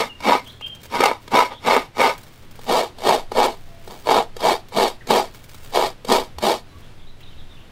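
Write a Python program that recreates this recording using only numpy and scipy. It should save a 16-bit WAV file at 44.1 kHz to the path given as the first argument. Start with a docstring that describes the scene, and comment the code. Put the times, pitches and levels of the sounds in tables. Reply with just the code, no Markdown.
"""Half a coconut is scraped on a serrated steel grater under an open shelter, in uneven bursts of strokes.
From the start the shell knocks on the blade and the teeth stick and slip, ring the shell and tear its fibres.
Between strokes the husk rustles and crumbs tick; at 2.4 s the shell is turned and its resonances change.
Gliding whistles of small birds call early and, faintly, after the last stroke, when soft bumps also sound.
Filtered noise makes the garden air and the draught that grows from about 2.3 s; sines make a faint hum."""
import sys
import numpy as np
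from scipy import signal
from scipy.fft import rfft, irfft
from scipy.io import wavfile
from scipy.ndimage import map_coordinates

SR = 44100
rng = np.random.default_rng(int(sys.argv[2]) if len(sys.argv) > 2 else 0)


def int16_out(signal):
    """Quantize to a 16-bit WAV file."""
    q = np.round(np.clip(np.atleast_2d(signal).T, -1, 1) * 32767)
    wavfile.write(sys.argv[1], SR, q.astype(np.int16))


N = 340011
TIME = np.arange(N) / SR
HAND_TIME = TIME[::32]  # coarse time grid for hand movements
FREQS = np.fft.rfftfreq(8192, 1 / SR)
TURN_S = 2.4  # the shell is raised and turned

# shell meets blade, or a tooth catches and lets go:
# start_s, relative_peak_db, crack_re_knock_db (before the mix gains)
KNOCK_EVENTS = [(0.203, -37, 16.5), (0.32, -2, -13), (0.35, -3.5, -16), (0.609, -31, 6),
                (1.005, -2.5, -0.5), (1.036, 0, 2), (1.055, -2.5, 4.5), (1.112, -5, -14),
                (1.277, -41.5, 21.5), (1.316, -19.5, 2), (1.731, -21, -13), (1.763, 2.5, -8.5),
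                (1.775, -4, -19), (1.968, -22, -11), (2.59, -33, 6.5), (2.984, -38.5, 17),
                (3.065, -4.5, -6), (3.317, -10, -8), (3.381, 0, -32), (3.875, -23.5, 1), (4.109, -2, -26),
                (4.365, -20, 3.5), (4.721, -25.5, -4), (5.07, -27.5, 11), (5.105, 1.5, -13),
                (5.771, 0, -12), (6.047, -26.5, 10.5), (6.114, 2, -15), (6.12, -2, 4.5),
                (6.383, -19.5, 5.5)]


def amp(db):
    """Decibels to amplitude gain."""
    return 10 ** (np.asarray(db) / 20)


def unit(x):
    """Scales to rms 1."""
    return x / np.sqrt(np.mean(x ** 2) + 1e-20)


def read(points, hz):
    """Interpolates a (hz, db) spectrum on a log-frequency axis."""
    f, db = np.transpose(points)
    return np.interp(np.log(hz + 1), np.log(f + 1), db)


def add(mix, start_s, sound):
    """Mixes a sound in at its start time, in place."""
    part = mix[max(round(start_s * SR), 0):][:len(sound)]
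    part += sound[:len(part)]


def follow(curve):
    """Gain over time from a curve of (time_s, level_db)."""
    return amp(np.interp(TIME, *np.transpose(curve)))


def response(db):
    """Minimum-phase impulse response of energy 1 with the given dB spectrum."""
    log_gain = np.log(amp(np.maximum(db, -100)))
    circle = np.r_[log_gain, log_gain[-2:0:-1]]
    spectrum = np.exp(np.conj(signal.hilbert(circle)))[:len(db)]
    taps = irfft(spectrum)[:len(db)]
    return taps / np.linalg.norm(taps)


def ring(x, taps):
    """Plays x through an impulse response."""
    return signal.oaconvolve(x, taps)[:len(x)]


def noise(points):
    """Steady noise of rms 1 with the given spectrum."""
    gain = amp(read(points, np.fft.rfftfreq(N, 1 / SR)))
    return unit(irfft(rfft(rng.standard_normal(N)) * gain, N))


def wander(window_s):
    """Smooth random curve of rms 1."""
    return unit(ring(rng.standard_normal(N), signal.windows.hann(int(window_s * SR) + 3)))


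def steadied(x, window_s):
    """Keeps local power near 1: the hand presses evenly."""
    window = signal.windows.hann(int(window_s * SR) + 3)
    power = abs(signal.oaconvolve(x ** 2, window / window.sum(), "same"))
    return x / np.sqrt(power + 1e-4)


def crackle(per_s, spread_db):
    """Random clicks of either sign and uneven size."""
    clicks = (rng.random(N) < per_s / SR) * rng.choice([-1., 1.], N)
    return clicks * amp(spread_db * np.clip(rng.standard_normal(N), -2, 2))


def scrape(bite_db=-2, rasp_db=-5.0, tear_db=2.0, fizz_db=-11, push_db=0):
    """Each slip jolts the shell and the board and snaps a clump of fibres: coarse, fine and finest."""
    # force spectra: hz, db
    bite_tilt = [(200, -3.5), (330, -3.5), (480, -4.5), (800, 0), (1400, -4), (2200, -5.5),
                 (3500, -5.5), (6000, -15), (15000, -56)]
    rasp_tilt = [(400, -11.5), (1000, -17.0), (1400, -5.5), (2400, 0.0), (4000, -14.0), (9000, -26)]
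    tear_tilt = [(300, -17), (1200, -10.0), (2200, -9), (3500, -4), (5500, -3.5), (15000, 0)]
    fizz_tilt = [(1000, -75), (4000, -3.5), (7000, -4.0), (15000, -10)]
    slips = slip_train()
    force, tearing, weight = pressure()
    bite = shell(slips * force * catching(), bite_tilt)
    # the heavy board answers evenly, however the slips fall
    push = steadied(board(slips), 0.057) * weight
    rasp = shell(fibres(slips) * tearing, rasp_tilt)
    tear = shell(fibres(slips) * tearing, tear_tilt)
    fizz = shell(fibres(slips) * tearing, fizz_tilt)
    mix = amp(bite_db) * bite + amp(push_db) * push
    mix += amp(rasp_db) * rasp + amp(tear_db) * tear + amp(fizz_db) * fizz
    return turning(mix)


def slip_train(slips_per_s=700, spread_db=5, jitter=.75, recoil=.4):
    """Teeth stick and slip at uneven gaps; most jolts go with the stroke, some spring back."""
    gaps_s = np.exp(jitter * rng.standard_normal(N // 30)) / slips_per_s  # slips_per_s: 1 / median gap
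    at = (np.cumsum(gaps_s) * SR).astype(int)
    slips = np.zeros(N)
    slips[at[at < N]] = 1
    sign = np.where(rng.random(N) < recoil, -1, 1)
    slips *= sign * amp(spread_db * np.clip(rng.standard_normal(N), -2, 2))
    return steadied(unit(slips), 0.02)


def swell(s, attack_s, hold_s, release_s, swell_db=30, shoulder=1.66):
    """Level in dB of one hand movement: builds up to time s, holds, lets go along a rounded shoulder."""
    before = np.maximum((s - HAND_TIME) / attack_s, 0)
    after = np.maximum((HAND_TIME - s - hold_s) / release_s, 0)
    return -swell_db * np.minimum(before + after, 4) ** shoulder


def pressure(tear_attack_ratio=1.38, tear_release_ratio=1.226,
             push_lead_s=.004, push_sag_db_per_s=115, push_release_ratio=1.9):
    """Gains of bite, tearing and push: one movement drives all three."""
    # strokes, relative levels before the mix gains:
    # full_pressure_s, attack_s, hold_s, release_s, bite_db, tear_db, push_db
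    stroke_table = [(-.01, .05, 0.017, 0.069, -17, -26, -27.5),
                    (0.294, .074, 0.015, .104, -11, -25.5, -17.5),
                    (0.955, 0.049, 0.0027, 0.06, -19, -31, -28.5),
                    (1.013, 0.035, 0.035, 0.12, -14, -29.5, -22.5),
                    (1.348, 0.038, 0.044, 0.097, -11.5, -27, -19.5),
                    (1.519, 0.028, .003, 0.053, -29.5, -48, -41),
                    (1.685, 0.052, 0.045, 0.11, -12.5, -26, -23.5),
                    (2.012, 0.049, 0.044, 0.088, -11.5, -25, -23),
                    (2.706, 0.04, 0.079, .102, -15, -28, -28),
                    (3.089, 0.079, 0.023, .108, -11.5, -25.5, -28),
                    (3.385, 0.052, 0.047, 0.11, -13, -27.5, -28),
                    (3.905, 0.017, 0.0098, 0.12, -37.5, -51, -43),
                    (4.09, 0.037, 0.087, 0.071, -11, -30, -35),
                    (4.463, 0.072, 0.045, 0.082, -13.5, -27, -30.5),
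                    (4.788, 0.057, 0.045, 0.09, -14, -26, -25.5),
                    (5.113, 0.035, 0.05, 0.11, -14, -26.5, -23.5),
                    (5.757, .034, 0.071, 0.089, -16.5, -27, -38.5),
                    (6.098, 0.031, 0.055, 0.1, -14.5, -26.5, -24.5),
                    (6.441, 0.034, 0.065, 0.088, -16, -27.5, -26.5)]
    bite, tearing, push = np.zeros((3, len(HAND_TIME)))
    for s, attack_s, hold_s, release_s, bite_db, tear_db, push_db in stroke_table:
        bite += amp(bite_db + swell(s, attack_s, hold_s, release_s))
        # tearing starts before the bite and outlasts it
        tear_swell_db = swell(s, attack_s * tear_attack_ratio, hold_s, release_s * tear_release_ratio)
        tearing += amp(tear_db + tear_swell_db)
        # the board takes the weight as the stroke lands, then is eased
        sag_db = push_sag_db_per_s * np.maximum(HAND_TIME - s, 0)
        push_swell_db = swell(s - push_lead_s, attack_s, hold_s, release_s * push_release_ratio)
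        push += amp(push_db - sag_db + push_swell_db)
    return [np.interp(TIME, HAND_TIME, gain) for gain in (bite, tearing, push)]


def catching(hold_s=0.005, hold_db=-7):
    """A caught tooth damps the bite until the knock that frees it."""
    stuck, n = np.zeros(N), int(hold_s * SR)
    for s, _, _ in KNOCK_EVENTS:
        add(stuck, s - hold_s + 0.00053, signal.windows.tukey(n, .5))
    return amp(hold_db * np.minimum(stuck, 1))


def fibres(slips, snap_s=0.005, clump=.55, patchy_db=2, grain_db=2):
    """Fine crackle swells around each slip, in small clumps and broader patches as the flesh varies."""
    window = signal.windows.hann(int(snap_s * SR) + 3)
    slip_power = signal.oaconvolve(slips ** 2, window / window.sum(), "same")
    snapping = np.sqrt(abs(1 - clump + clump * slip_power))
    uneven = unit(amp(patchy_db * wander(0.037) + grain_db * wander(0.0031)))
    return steadied(unit(crackle(per_s=10000, spread_db=2)), 0.0063) * snapping * uneven


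def shell(drive, tilt):
    """Rings the hollow shell and the blade; tilt is the spectrum of the force."""
    # body spectra, held low over the plate / raised and turned: hz, level_db
    low_colour = [(40, -55), (90, -39), (140, -24.9), (220, -11.8), (400, -5.4), (850, 0.0), (1200, -5.8),
                  (1450, -19.3), (2000, -8.4), (2500, -13.2), (4300, -17.5), (6000, -25.7), (9000, -30.1),
                  (15500, -40.2)]
    turned_colour = [(40, -55), (90, -34), (140, -20.2), (220, -10.8), (400, -10.0), (850, 0.0),
                     (1200, -7.7), (1450, -17.9), (2000, -18.2), (2500, -18.5), (4300, -17.1),
                     (6000, -25.9), (9000, -29.6), (15500, -40.6)]
    # shell resonances in the same positions: centre_hz, width_hz, lift_db
    low_modes = [(257, 69, 12.5), (309, 30, 5.0), (490, 85, 4.3), (788, 30, 4.1), (895, 35, 4.4),
                 (970, 47, 7.4), (1250, 126, 10.0), (1501, 128, 12.5), (2099, 60, 6.1), (2240, 130, 5.0),
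                 (2757, 186, 4.1), (3594, 210, 1.9), (4439, 116, 3.3), (5459, 428, 5.4), (13338, 549, 7.8)]
    turned_modes = [(242, 67, 5.0), (371, 76, 10.4), (479, 83, 8.8), (634, 30, 4.2), (710, 85, 4.4),
                    (776, 68, 1.6), (957, 30, 3.9), (1287, 137, 2.3), (1828, 179, 4.3), (2268, 107, 4.6),
                    (2952, 64, 2.6), (3217, 189, 3.8), (3620, 75, 4.0), (4598, 228, 4.3), (13207, 703, 5.5)]
    rung = []
    for colour, modes in (low_colour, low_modes), (turned_colour, turned_modes):
        lifts_db = sum(db / (1 + (2 * (FREQS - hz) / width) ** 2) for hz, width, db in modes)
        rung.append(ring(drive, response(read(colour, FREQS) + lifts_db + read(tilt, FREQS))))
    return np.where(TIME < TURN_S, *rung)


def board(drive, lowering=1.17):
    """The board thuds; its pitch drops once the shell is turned and more weight rests on it."""
    # wooden board response before the pitch drop: hz, level_db
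    board_spectrum = [(60, -34), (135, -24), (195, -11), (245, 0), (290, -1), (350, -13), (600, -40),
                      (2000, -75)]
    light = ring(drive, response(read(board_spectrum, FREQS)))
    loaded = ring(drive, response(read(board_spectrum, FREQS * lowering)))
    return np.where(TIME < TURN_S, light, loaded)


def turning(x, drift_s=.001):
    """The shell turns in the hands: a wandering delay drifts its resonances by about 2 percent."""
    drift = drift_s * SR * wander(.17)
    return map_coordinates(x, [np.arange(N) + drift], order=3)


def knocks(knock_db=11.5, crack_db=9, crack_s=0.0042, crush_s=0.0023, touch=0.33):
    """A light touch, then a hard blow on the shell; the flesh is crushed around it in a short burst."""
    blow_tilt = [(150, 3.5), (500, 2), (1400, 2.0), (4000, -12.5), (15000, -48)]  # hz, db
    crack_tilt = [(300, 0.5), (1400, -3.5), (4000, 4.0), (9000, 8)]
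    blows, cracks, t = np.zeros(N), np.zeros(N), TIME[:SR // 40]
    for s, db, sharp_db in KNOCK_EVENTS:
        burst = rng.standard_normal(len(t)) * t ** 2 * np.exp(-3 * t / crack_s)
        crush = rng.standard_normal(len(t)) * t * np.exp(-2 * t / crush_s)
        add(blows, s, touch * amp([db]))
        add(blows, s + 0.00225, amp([db]))
        crack = unit(unit(burst) + 0.41 * unit(crush)) / np.sqrt(len(t))  # energy 1
        add(cracks, s, amp(db + sharp_db) * crack)
    return amp(knock_db) * shell(blows, blow_tilt) + amp(crack_db) * shell(cracks, crack_tilt)


def husk(rustle_db=-2, tick_db=12, tick_s=0.0081):
    """Dry fibres crackle under the fingers; crumbs and fibres tick as decaying noise bursts."""
    # ticks: start_s, relative_peak_db (before tick_db)
    tick_table = [(0.473, -30), (0.5205, -38), (0.663, -32), (0.677, -31), (0.7492, -30), (0.832, -28),
                  (2.179, -26), (2.2317, -29), (2.303, -46), (2.5103, -32), (2.5548, -33), (3.839, -37),
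                  (4.685, -32), (5.3457, -28), (5.44, -29.5), (5.4866, -37), (5.5442, -26.5), (7.206, -37)]
    # husk and tick spectrum: hz, level_db
    husk_spectrum = [(300, 6), (1200, 6), (4000, 3), (8000, -1.5), (13500, -5), (16000, 3.5)]
    grains = steadied(unit(crackle(per_s=900, spread_db=7)), .12)
    drive = amp(rustle_db) * grains * grip()
    t = TIME[:SR // 40]
    for s, db in tick_table:
        burst = rng.standard_normal(len(t)) * np.exp(-t / tick_s)
        add(drive, s + 0.0004, amp(db + tick_db) * burst / np.linalg.norm(burst))
    return ring(drive, response(read(husk_spectrum, FREQS)))


def grip():
    """Gain of the rustle as the fingers take a new hold."""
    # hand shifts on the husk: firmest_s, attack_s, release_s, relative_level_db
    grip_table = [(.45, 0.065, 0.28, -52), (.835, 0.041, 0.083, -40), (1.22, 0.057, 0.27, -53.5),
                  (2.2, 0.08, 0.46, -51), (2.42, 0.18, 0.068, -57), (2.65, 0.12, 0.031, -43.5),
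                  (3.62, 0.17, 0.33, -54), (3.93, 0.19, 0.35, -45.5), (5.36, .15, 0.2, -48.5),
                  (5.493, .015, 0.11, -47), (5.68, 0.23, 0.066, -43), (6.81, 0.13, 0.085, -56)]
    gain = sum(amp(db + swell(s, attack_s, 0, release_s)) for s, attack_s, release_s, db in grip_table)
    return np.interp(TIME, HAND_TIME, gain)


def bumps(length_s=0.066):
    """Dull low sine pulses as the weight shifts on the board."""
    # bumps: start_s, pitch_hz, peak_db
    bump_table = [(6.35, 71, -32.5), (6.74, 83, -36.5), (7.329, 67.6, -44)]
    out, t = np.zeros(N), TIME[:int(length_s * SR)]
    for s, hz, db in bump_table:
        add(out, s, amp(db) * np.sin(2 * np.pi * hz * t) * signal.windows.hann(len(t)))
    return out


def birds(rasp_s=0.0029, flutter_db=3.5, flutter_s=0.024):
    """Gliding whistles that flutter in level, roughened by a quick scatter of pitch."""
    # notes: start_s, length_s, first_hz, last_hz, relative_level_db, pitch_scatter_hz
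    note_table = [(0.086, 0.047, 2930, 2750, -37.5, 28), (0.445, 0.073, 3130, 3400, -41, 170),
                  (0.47, 0.099, 3880, 4220, -55, 87), (0.591, 0.11, 2750, 2830, -41, 130),
                  (.615, 0.11, 3162, 3170, -30, 35), (1.485, 0.14, 3300, 3500, -46.5, 220),
                  (3.615, 0.24, 690, 666, -52.5, 12), (5.006, 0.023, 1830, 1750, -43, 160),
                  (6.685, 0.059, 4000, 4000, -60, 30), (6.711, 0.071, 1145, 1127, -52, 18),
                  (6.812, 0.08, 3130, 3700, -58, 110), (6.968, 0.091, 3660, 3320, -57, 200),
                  (7.065, 0.059, 3770, 3950, -52, 130), (7.197, 0.064, 2490, 3330, -50, 430),
                  (7.219, 0.093, 3660, 3790, -50.5, 170), (7.298, 0.046, 3200, 2950, -54, 160),
                  (7.359, 0.075, 3920, 3520, -51.5, 140), (7.383, 0.067, 3330, 3230, -57, 30),
                  (7.484, 0.087, 3670, 3540, -51.5, 115), (7.557, 0.078, 2880, 3070, -52.5, 210)]
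    out, scatter = np.zeros(N), wander(rasp_s)
    flutter = amp(flutter_db * wander(flutter_s))
    for s, length_s, first_hz, last_hz, db, rasp_hz in note_table:
        note = np.arange(int(s * SR), int((s + length_s) * SR)) % N
        hz = np.linspace(first_hz, last_hz, len(note)) + rasp_hz * scatter[note]
        whistle = np.sin(2 * np.pi * np.cumsum(hz) / SR)
        fade = signal.windows.tukey(len(note), .5)
        add(out, s, amp(db) * unit(whistle * flutter[note] * fade))
    return out


def garden(air_db=-45.5, sway_db=1, waver_hz=1.66):
    """Soft swaying hiss, a faint far-off wavering hum, and a slow draught's deep flutter."""
    # air spectrum: hz, level_db
    air_spectrum = [(25, 3), (50, -11.5), (80, -2), (130, -5.5), (220, -10), (400, -14), (1000, -20),
                    (3600, -25), (6500, -35), (15500, -43)]
    # hum: pitch_hz, peak_db
    hum_table = [(79, -55), (98, -62), (117, -52)]
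    # draught level: time_s, level_db
    draught_curve = [(0, -80), (2.25, -61), (2.5, -41), (3.1, -40), (3.28, -31), (3.55, -39.5), (6.0, -40),
                     (6.5, -37), (7.7, -39)]
    flutter_spectrum = [(3, -76), (10, 13.5), (16, 6.0), (26, -28), (42, -8), (200, -100), (1000, -110)]
    air = amp(air_db + sway_db * wander(0.15)) * noise(air_spectrum)
    hum = np.zeros(N)
    for hz, db in hum_table:
        phase = 2 * np.pi * np.cumsum(hz + waver_hz * wander(0.29)) / SR
        hum += amp(db) * np.sin(phase)
    return air + hum + follow(draught_curve) * noise(flutter_spectrum)


def echoes(x, t60_s, delay_s):
    """Scattered reflections that die away by 60 dB in t60_s."""
    t = TIME[:SR // 2]
    taps = crackle(per_s=2000, spread_db=2)[:len(t)] * amp(-60 * t / t60_s) * (t > delay_s)
    return ring(x, taps / np.linalg.norm(taps))


def shifting_echoes(x, t60_s, delay_s, turn_s=.09):
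    """Hands and shell keep moving, so three patterns of reflections crossfade in rotation."""
    angle = np.pi * TIME / turn_s
    out = np.zeros(N)
    for k in range(3):
        out += np.cos(angle + k * np.pi / 3) ** 2 * echoes(x, t60_s, delay_s)
    return out / np.sqrt(9 / 8)  # keeps the summed power at 1


def scene():
    """The grater is close; the birds are far off among the trees."""
    work = scrape() + knocks() + husk()
    calls = birds()
    near = amp(-3.0) * shifting_echoes(work, t60_s=0.022, delay_s=.001)
    shelter = amp(-14) * shifting_echoes(work, t60_s=0.21, delay_s=0.0041)
    trees = amp(-10) * echoes(calls, t60_s=.6, delay_s=.02)
    return (work + near + shelter + amp(-3.5) * calls + trees + bumps() + garden())[None]


def record(dry, ceiling=0.89, edge_hz=15800):
    """Rounds off the tallest peaks, then low-passes at edge_hz."""
    rounded = dry / (1 + (dry / ceiling) ** 6) ** (1 / 6)
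    lowpass = signal.firwin(511, edge_hz, window=("kaiser", 9), fs=SR)
    return signal.oaconvolve(rounded, lowpass[None], "same")


dry = scene()
out = record(dry)
int16_out(out)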